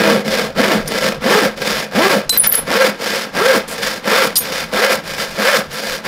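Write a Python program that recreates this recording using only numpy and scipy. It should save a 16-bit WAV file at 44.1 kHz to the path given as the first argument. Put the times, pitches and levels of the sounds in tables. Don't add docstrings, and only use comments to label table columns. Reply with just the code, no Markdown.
import sys
import numpy as np
from scipy import signal
from scipy.fft import rfft, irfft, next_fast_len
from scipy.io import wavfile
from scipy.ndimage import uniform_filter1d, minimum_filter1d

SR = 44100
rng = np.random.default_rng(int(sys.argv[2]) if len(sys.argv) > 2 else 0)


def elevation(decibels):
    levels = np.asarray(decibels, float)
    return 10 ** (levels / 20)


def wav_record(signal):
    frames = np.transpose(np.atleast_2d(signal))
    bounded = np.clip(frames, -1, 1)
    quanta = np.round(bounded * 32767).astype(np.int16)
    wavfile.write(sys.argv[1], SR, quanta)


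N = 267731
T = np.arange(N) / SR


def evened(x):
    return x / np.sqrt(np.mean(abs(x) ** 2) + 1e-20)


def read(points, hz):
    f, value = np.transpose(points)
    return np.interp(np.log(hz + 1), np.log(f + 1), value)


def smooth(x, width):
    r = np.exp(-np.pi * np.clip(width, 1, SR / 3) / SR)
    return signal.lfilter([(1 - r) ** 2], [1, -2 * r, r * r], x)


def causal(gain_db):
    log_gain = np.log(elevation(np.maximum(gain_db, -100)))
    full = np.concatenate([log_gain, log_gain[-2:0:-1]])
    return np.fft.ifft(np.exp(full - 1j * signal.hilbert(full).imag)).real[:4096]


def wander(width):
    return evened(smooth(rng.standard_normal(N), width))


# rise past 200 teeth a second t/s, full speed t/s, fall past 200 t/s, top tooth rate f/Hz
PUSHES = [
    (-.1, .04, .15, 340),
    (.589, .67, .755, 386),
    (1.252, 1.376, 1.454, 428),
    (1.966, 2.08, 2.164, 402),
    (2.694, 2.83, 2.89, 543),
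    (3.365, 3.5, 3.575, 530),
    (4.066, 4.195, 4.265, 535),
    (4.74, 4.875, 4.945, 564),
    (5.39, 5.52, 5.589, 600),
    (6.07, 6.2, 6.28, 560),
]
BITES_DB = [-18.5, -16, -17.5, -15.5, -18.5, -16.5, -20.5, -20, -19, -34]
PUSHES_DB = [-17.5, -13, -14.5, -14.5, -14.5, -13.5, -14, -14, -14, -13]


def teeth():
    speed_up_power, brake_power = 1.25, 0.89
    rate, bite, cut = np.zeros((3, N))
    for (rise, peak, fall, top_hz), bite_db, cut_db in zip(PUSHES, BITES_DB, PUSHES_DB):
        speeding_up = T < peak
        away = np.where(speeding_up, (peak - T) / (peak - rise), (T - peak) / (fall - peak))
        arch = top_hz * np.cos(np.minimum(np.arccos(200 / top_hz) * away, np.pi / 2))
        rate += arch
        bite += elevation(bite_db) * np.clip(arch / 130, 0, 1)
        cut += elevation(cut_db) * abs(arch / top_hz) ** np.where(speeding_up, speed_up_power, brake_power)
    uneven_rate = rate * (1 + (.015 + .004 * T) * wander(120))
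    return 2 * np.pi * np.cumsum(uneven_rate) / SR, rate, bite, cut


# start t/s, fastest t/s, end t/s, cutting level/dB, weight on
# the plank level/dB
PULLS = [(0.241, 0.36, 0.5, -20.5, 3.5), (0.837, 1.06, 1.122, -21, 2.5), (1.552, 1.76, 1.86, -21, 0),
         (2.317, 2.344, 2.43, -25.5, 1.5), (2.43, 2.443, 2.48, -19, -9), (2.512, 2.55, 2.586, -20.5, -3.5),
         (2.98, 3.048, 3.25, -25, 3), (3.1, 3.21, 3.27, -24.5, -0.5), (3.665, 3.735, 4.01, -29.5, 4.5),
         (3.813, 3.835, 4.01, -27, -3.5), (4.397, 4.478, 4.53, -27, 4.5), (4.493, 4.576, 4.684, -24.5, 0),
         (5.026, 5.096, 5.5, -29.5, 3), (5.172, 5.214, 5.25, -24.5, 2), (5.691, 5.757, 5.92, -28.5, 3),
         (5.813, 5.928, 6.0, -26.5, 0)]


def pulls():
    slow_boom_db, fast_boom_db = 2, -7.5
    boom, cut = np.zeros((2, N))
    for start, peak, end, db, weight_db in PULLS:
        arch = np.sin(np.pi / 2 * np.interp(T, [start, peak, end], [0, 1, 0]))
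        level = elevation(db) * arch ** 0.9
        boom += level * (slow_boom_db + weight_db + fast_boom_db * arch)
        cut += level
    return boom / (cut + 1e-9), cut


BOOM_DB_PER_S = -0.77
THUD_DB = -3
RASP_DB = (-0.5, -4, -0.2)
HISS_DB = (-11, -6.5, -11.5)
FIZZ_DB = (-13, -11.5, -14)


def shares(rate, pull_boom, push, pull):
    rest_db = -62
    fall = 250 * T
    driven_db = 20 * np.log10(push + pull + elevation(rest_db))
    cut_db = np.maximum.accumulate(driven_db + fall) - fall
    dying_away = elevation(cut_db) - push - pull
    weight = np.array([push, pull, dying_away]) / elevation(cut_db)
    past_hz = np.maximum(rate - 200, 0)
    push_boom = 1.5 - 0.0212 * past_hz
    boom = (weight * [push_boom, pull_boom, 1.7 + 0 * T]).sum(0) + BOOM_DB_PER_S * (T - 2)
    thud = boom + THUD_DB - 0.0077 * past_hz - T
    braking = weight[0] * (np.gradient(rate) < 0)
    braking *= np.clip(1 - rate / 520, 0, 1) * np.minimum(0.1 + T / 5, 1)
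    hiss = np.dot(HISS_DB, weight) + 5.5 * braking + 0.33 * T
    fizz = np.dot(FIZZ_DB, weight) + 11.5 * braking + 0.5 * T
    rasp = np.dot(RASP_DB, weight) + 0.36 * (T - 3)
    return [uniform_filter1d(c, size=500) for c in (cut_db, thud, boom, rasp, hiss, fizz)]


# multiple of the tooth rate, level/dB
BITE_HARMONICS = [
    (1, 0),
    (2, -9),
    (3, -2),
    (4, -13),
]


def tooth_bites(phase, bite):
    rhythm = sum(elevation(db) * np.cos(k * phase) for k, db in BITE_HARMONICS)
    return bite * elevation(3.2 * wander(55)) * rhythm


def tearing_fibres(phase, bite):
    pushing = np.minimum(bite / elevation(-20), 1)
    chip_levels = elevation(4.63 * np.minimum(rng.exponential(1, N), 5))
    chips = chip_levels * (rng.random(N) < 2500 / SR) * rng.choice([-1, 1], N)
    tearing = 0.84 * rng.standard_normal(N) + 0.54 * evened(chips)
    tearing *= 1 + 0.16 * pushing * np.cos(phase)
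    judder_db = (1.7 - .9 * pushing) * wander(75) + 1.2 * wander(300)
    return evened(tearing * elevation(judder_db))


# t/s, peak level/dB
SNAGS = [(0.249, -15), (0.279, -14), (0.919, -14), (0.946, -8.5), (0.984, -4.5), (1.085, -27), (1.12, -9),
         (1.144, -12), (1.705, -16), (1.911, -20.5), (2.67, -18), (3.008, -21), (3.041, -14), (3.351, -17),
         (3.829, -13), (4.524, -15), (4.556, -12), (5.199, -11), (5.714, -37)]


def snags():
    at, snag_db = np.transpose(SNAGS)
    kicks = np.bincount((at * SR).astype(int), elevation(snag_db - 11), N)
    t60 = 0.032
    decayed = signal.lfilter([1], [1, -elevation(-60 / SR / t60)], kicks)
    return uniform_filter1d(decayed, size=100, origin=49)


# f/Hz, level/dB per Hz
BODY = [(53, -56), (90, -20.5), (192, -5), (239, -7), (316, -9.5), (521, -3.5), (821, -4.5), (1190, -5),
        (1570, -6), (2760, -10.5), (4860, -6), (6300, -10), (12600, -13), (16000, -14)]
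# f/Hz, width f/Hz, level/dB over the broad colour
RINGS = [(210, 40, 10), (470, 60, 5), (535, 70, 7), (650, 45, 3), (900, 40, 2), (1115, 50, 3),
         (1350, 80, 6), (1620, 90, 7), (1770, 50, 4), (2040, 100, 4), (2220, 50, 4), (2460, 60, 4),
         (3050, 110, 3), (3550, 140, 4), (4190, 160, 2), (4780, 220, 4), (5250, 260, 4), (5700, 250, 3),
         (6680, 180, 2), (7050, 180, 2), (9300, 270, 1), (10100, 400, 2), (12800, 400, 2)]


def resonances():
    hz = np.fft.rfftfreq(8192, 1 / SR)
    colour = read(BODY, hz)
    for f, width, db in RINGS:
        depth = 1.45 if f > 800 else 1.1
        colour += depth * db / (1 + (2 * (hz - f) / max(width, 30 + f / 60)) ** 2)
    return causal(colour)


SPLIT_HZ = [330, 700, 1900, 3000, 7000]


def saw():
    phase, rate, bite, push = teeth()
    pull_boom, pull = pulls()
    cut, thud, boom, rasp, hiss, fizz = shares(rate, pull_boom, push, pull)
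    bites = tooth_bites(phase, bite)
    drive = tearing_fibres(phase, bite)
    level = elevation(cut) + snags()
    size = next_fast_len(N + 8192)
    body = rfft(resonances(), size)
    hz = np.fft.rfftfreq(size, 1 / SR)
    above = [1 / (1 + (edge / (hz + 1)) ** 5) for edge in SPLIT_HZ]
    parts = -np.diff([1 + 0 * hz, *above, 0 * hz], axis=0)
    bite_boom = 1.5 - 0.0019 * np.maximum(rate - 200, 0) + BOOM_DB_PER_S * (T - 2)
    upper = (rasp - 3, -3, hiss, fizz)
    tearing_shares = (thud, boom, *upper)
    bite_shares = (bite_boom + THUD_DB, bite_boom, *upper)
    out = np.zeros(N)
    for part, tearing_db, bite_db in zip(parts, tearing_shares, bite_shares):
        force = (drive * elevation(tearing_db) + bites * elevation(bite_db)) * level
        out += irfft(rfft(force, size) * evened(body * part), size)[:N]
    return out


# t/s, f/Hz, level/dB, ring duration t/s, ring level/dB
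LOCKS = [(.875, 9500, -24, .005, -31), (2.295, 4035, -9, .001, -28), (2.296, 8085, -15, .05, -27),
         (2.298, 12200, -21, .05, -24), (2.312, 10250, -22, .02, -25), (2.374, 12500, 5, .003, -24),
         (2.396, 9775, 4, .065, -16), (2.41, 10240, -9, .05, -18), (2.471, 14090, 7, .04, -25),
         (2.473, 13200, -10, .005, -22), (2.476, 10450, -8, .065, -17), (2.486, 11000, -10, .055, -18),
         (2.492, 11550, -1, .015, -23), (2.525, 14085, 3, .06, -23), (2.556, 10200, -12, .03, -17),
         (2.556, 11000, -11, .03, -17), (4.356, 4950, -16, .001, -30), (4.362, 6650, -26, .03, -31),
         (4.362, 5600, -21, .002, -27), (4.366, 9295, -7, .035, -21), (4.376, 12420, -8, .008, -12),
         (2.324, 4035, -16, .022, -21), (4.388, 15350, -22, .02, -30), (4.4, 12450, -26, .028, -28)]
# t/s, duration t/s, f/Hz, width f/Hz, level/dB
SCRAPES = [(.875, 0.0063, 5500, 2000, -21), (.876, 0.01, 11500, 7000, -24), (2.293, 0.0041, 6520, 8760, -7),
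           (2.294, .01, 5300, 500, -20), (2.314, .02, 13250, 500, -21), (2.377, 0.0096, 13900, 900, -2.5),
           (2.384, .009, 10200, 500, -3), (2.406, .03, 13700, 700, -26), (2.471, 0.012, 13600, 3000, -4),
           (2.523, .005, 12800, 2000, -2), (2.54, .005, 14000, 700, -13), (2.552, 0.0043, 10900, 1780, 3.5),
           (3.678, 0.068, 9200, 7000, -28.5), (4.355, 0.037, 11050, 8800, -13.5),
           (4.356, 0.015, 4590, 1500, -12.5), (4.363, 0.01, 3700, 300, -24),
           (4.403, 0.072, 3520, 5000, -29), (5.725, 0.032, 11000, 4000, -33.5)]


def slips():
    rows = [(*row, .015) for row in SCRAPES]
    for s, hz, db, ring_s, ring_db in LOCKS:
        length = 85 / hz
        ring_width = 170 * (hz / 1e4) ** 2
        rows.append((s, length, hz, 35, db, .015))
        rows.append((s + length, ring_s, hz, ring_width, ring_db, .1))
    return rows


def squeals():
    out = np.zeros(N)
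    t = np.arange(7000) / SR
    for s, length, hz, width, db, t60 in slips():
        a, b = rng.standard_normal((2, 9000))
        z = evened(smooth(a + 1j * b, width)[2000:])
        z /= abs(z) ** np.clip(.75 - width / 900, 0, 1) + 1e-9
        onset = np.minimum(t / .0015, 1)
        shape = onset * elevation(db - 60 * np.maximum(t - length, 0) / t60)
        sharp = .02 * .003 * (1 - np.exp(-t / .003))
        start = round(s * SR)
        out[start:start + len(t)] += shape * (z * np.exp(2j * np.pi * hz * (t + sharp))).real
    return out


# delay t/s, level/dB
FENCE = [
    (.004, -13),
    (.0075, -15),
    (.013, -17),
    (.021, -19),
]


def surroundings(x):
    t = np.arange(SR // 3) / SR
    tail = rng.choice([-1., 1.], len(t)) * (rng.random(len(t)) < .05)
    tail *= elevation(-60 * t / .25) * (t > .02)
    taps = elevation(-15) * tail / np.linalg.norm(tail)
    for s, db in FENCE:
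        taps[round(s * SR)] += elevation(db - 11.0)
    taps = smooth(taps, 12000)
    taps[0] = 1
    return signal.oaconvolve(x, taps / np.linalg.norm(taps))[:N]


# f/Hz, level/dB per Hz
GARDEN = [(12, -48), (20, -47), (93, -15.5), (187, 2), (337, -6), (485, -14.5), (949, -6.5), (5380, -23),
          (13200, -53), (16000, -70)]
# f/Hz, level/dB per Hz
BREEZE_COLOUR = [(12, -29), (20, 7.5), (48, -9), (70, 1), (97, -6.5), (120, -7.5), (160, 10), (260, -120)]


def coloured_noise(colour):
    hz = np.fft.rfftfreq(N, 1 / SR)
    return evened(irfft(rfft(rng.standard_normal(N)) * elevation(read(colour, hz)), N))


def garden():
    air_db = -47.5 + 11.0 + 2.0 * wander(0.54)
    push_dip = sum(np.exp(-((T - peak) / 0.065) ** 2) for _, peak, _, _ in PUSHES)
    breeze_db = -39 - 1.13 * T - 22 * push_dip + 5 * wander(10)
    return elevation(air_db) * coloured_noise(GARDEN) + elevation(breeze_db) * coloured_noise(BREEZE_COLOUR)


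def scene():
    return np.tile(surroundings(saw() + squeals()) + garden(), (2, 1))


def low_pass(x):
    return signal.sosfilt(signal.butter(12, 16470, fs=SR, output="sos"), x)


def record(dry):
    over_db = np.maximum(20 * np.log10(abs(dry[0]) + 1e-9) + .3, 0)
    fall = 200 * T
    held_db = np.maximum.accumulate(over_db + fall) - fall
    ahead_db = uniform_filter1d(-minimum_filter1d(-held_db, size=89), size=45)
    edge = signal.firwin(255, 15650, window=("kaiser", 7), fs=SR)
    mix = signal.oaconvolve(dry / elevation(ahead_db), edge[None], "same")
    return low_pass(mix)


dry = scene()
out = record(dry)
wav_record(out)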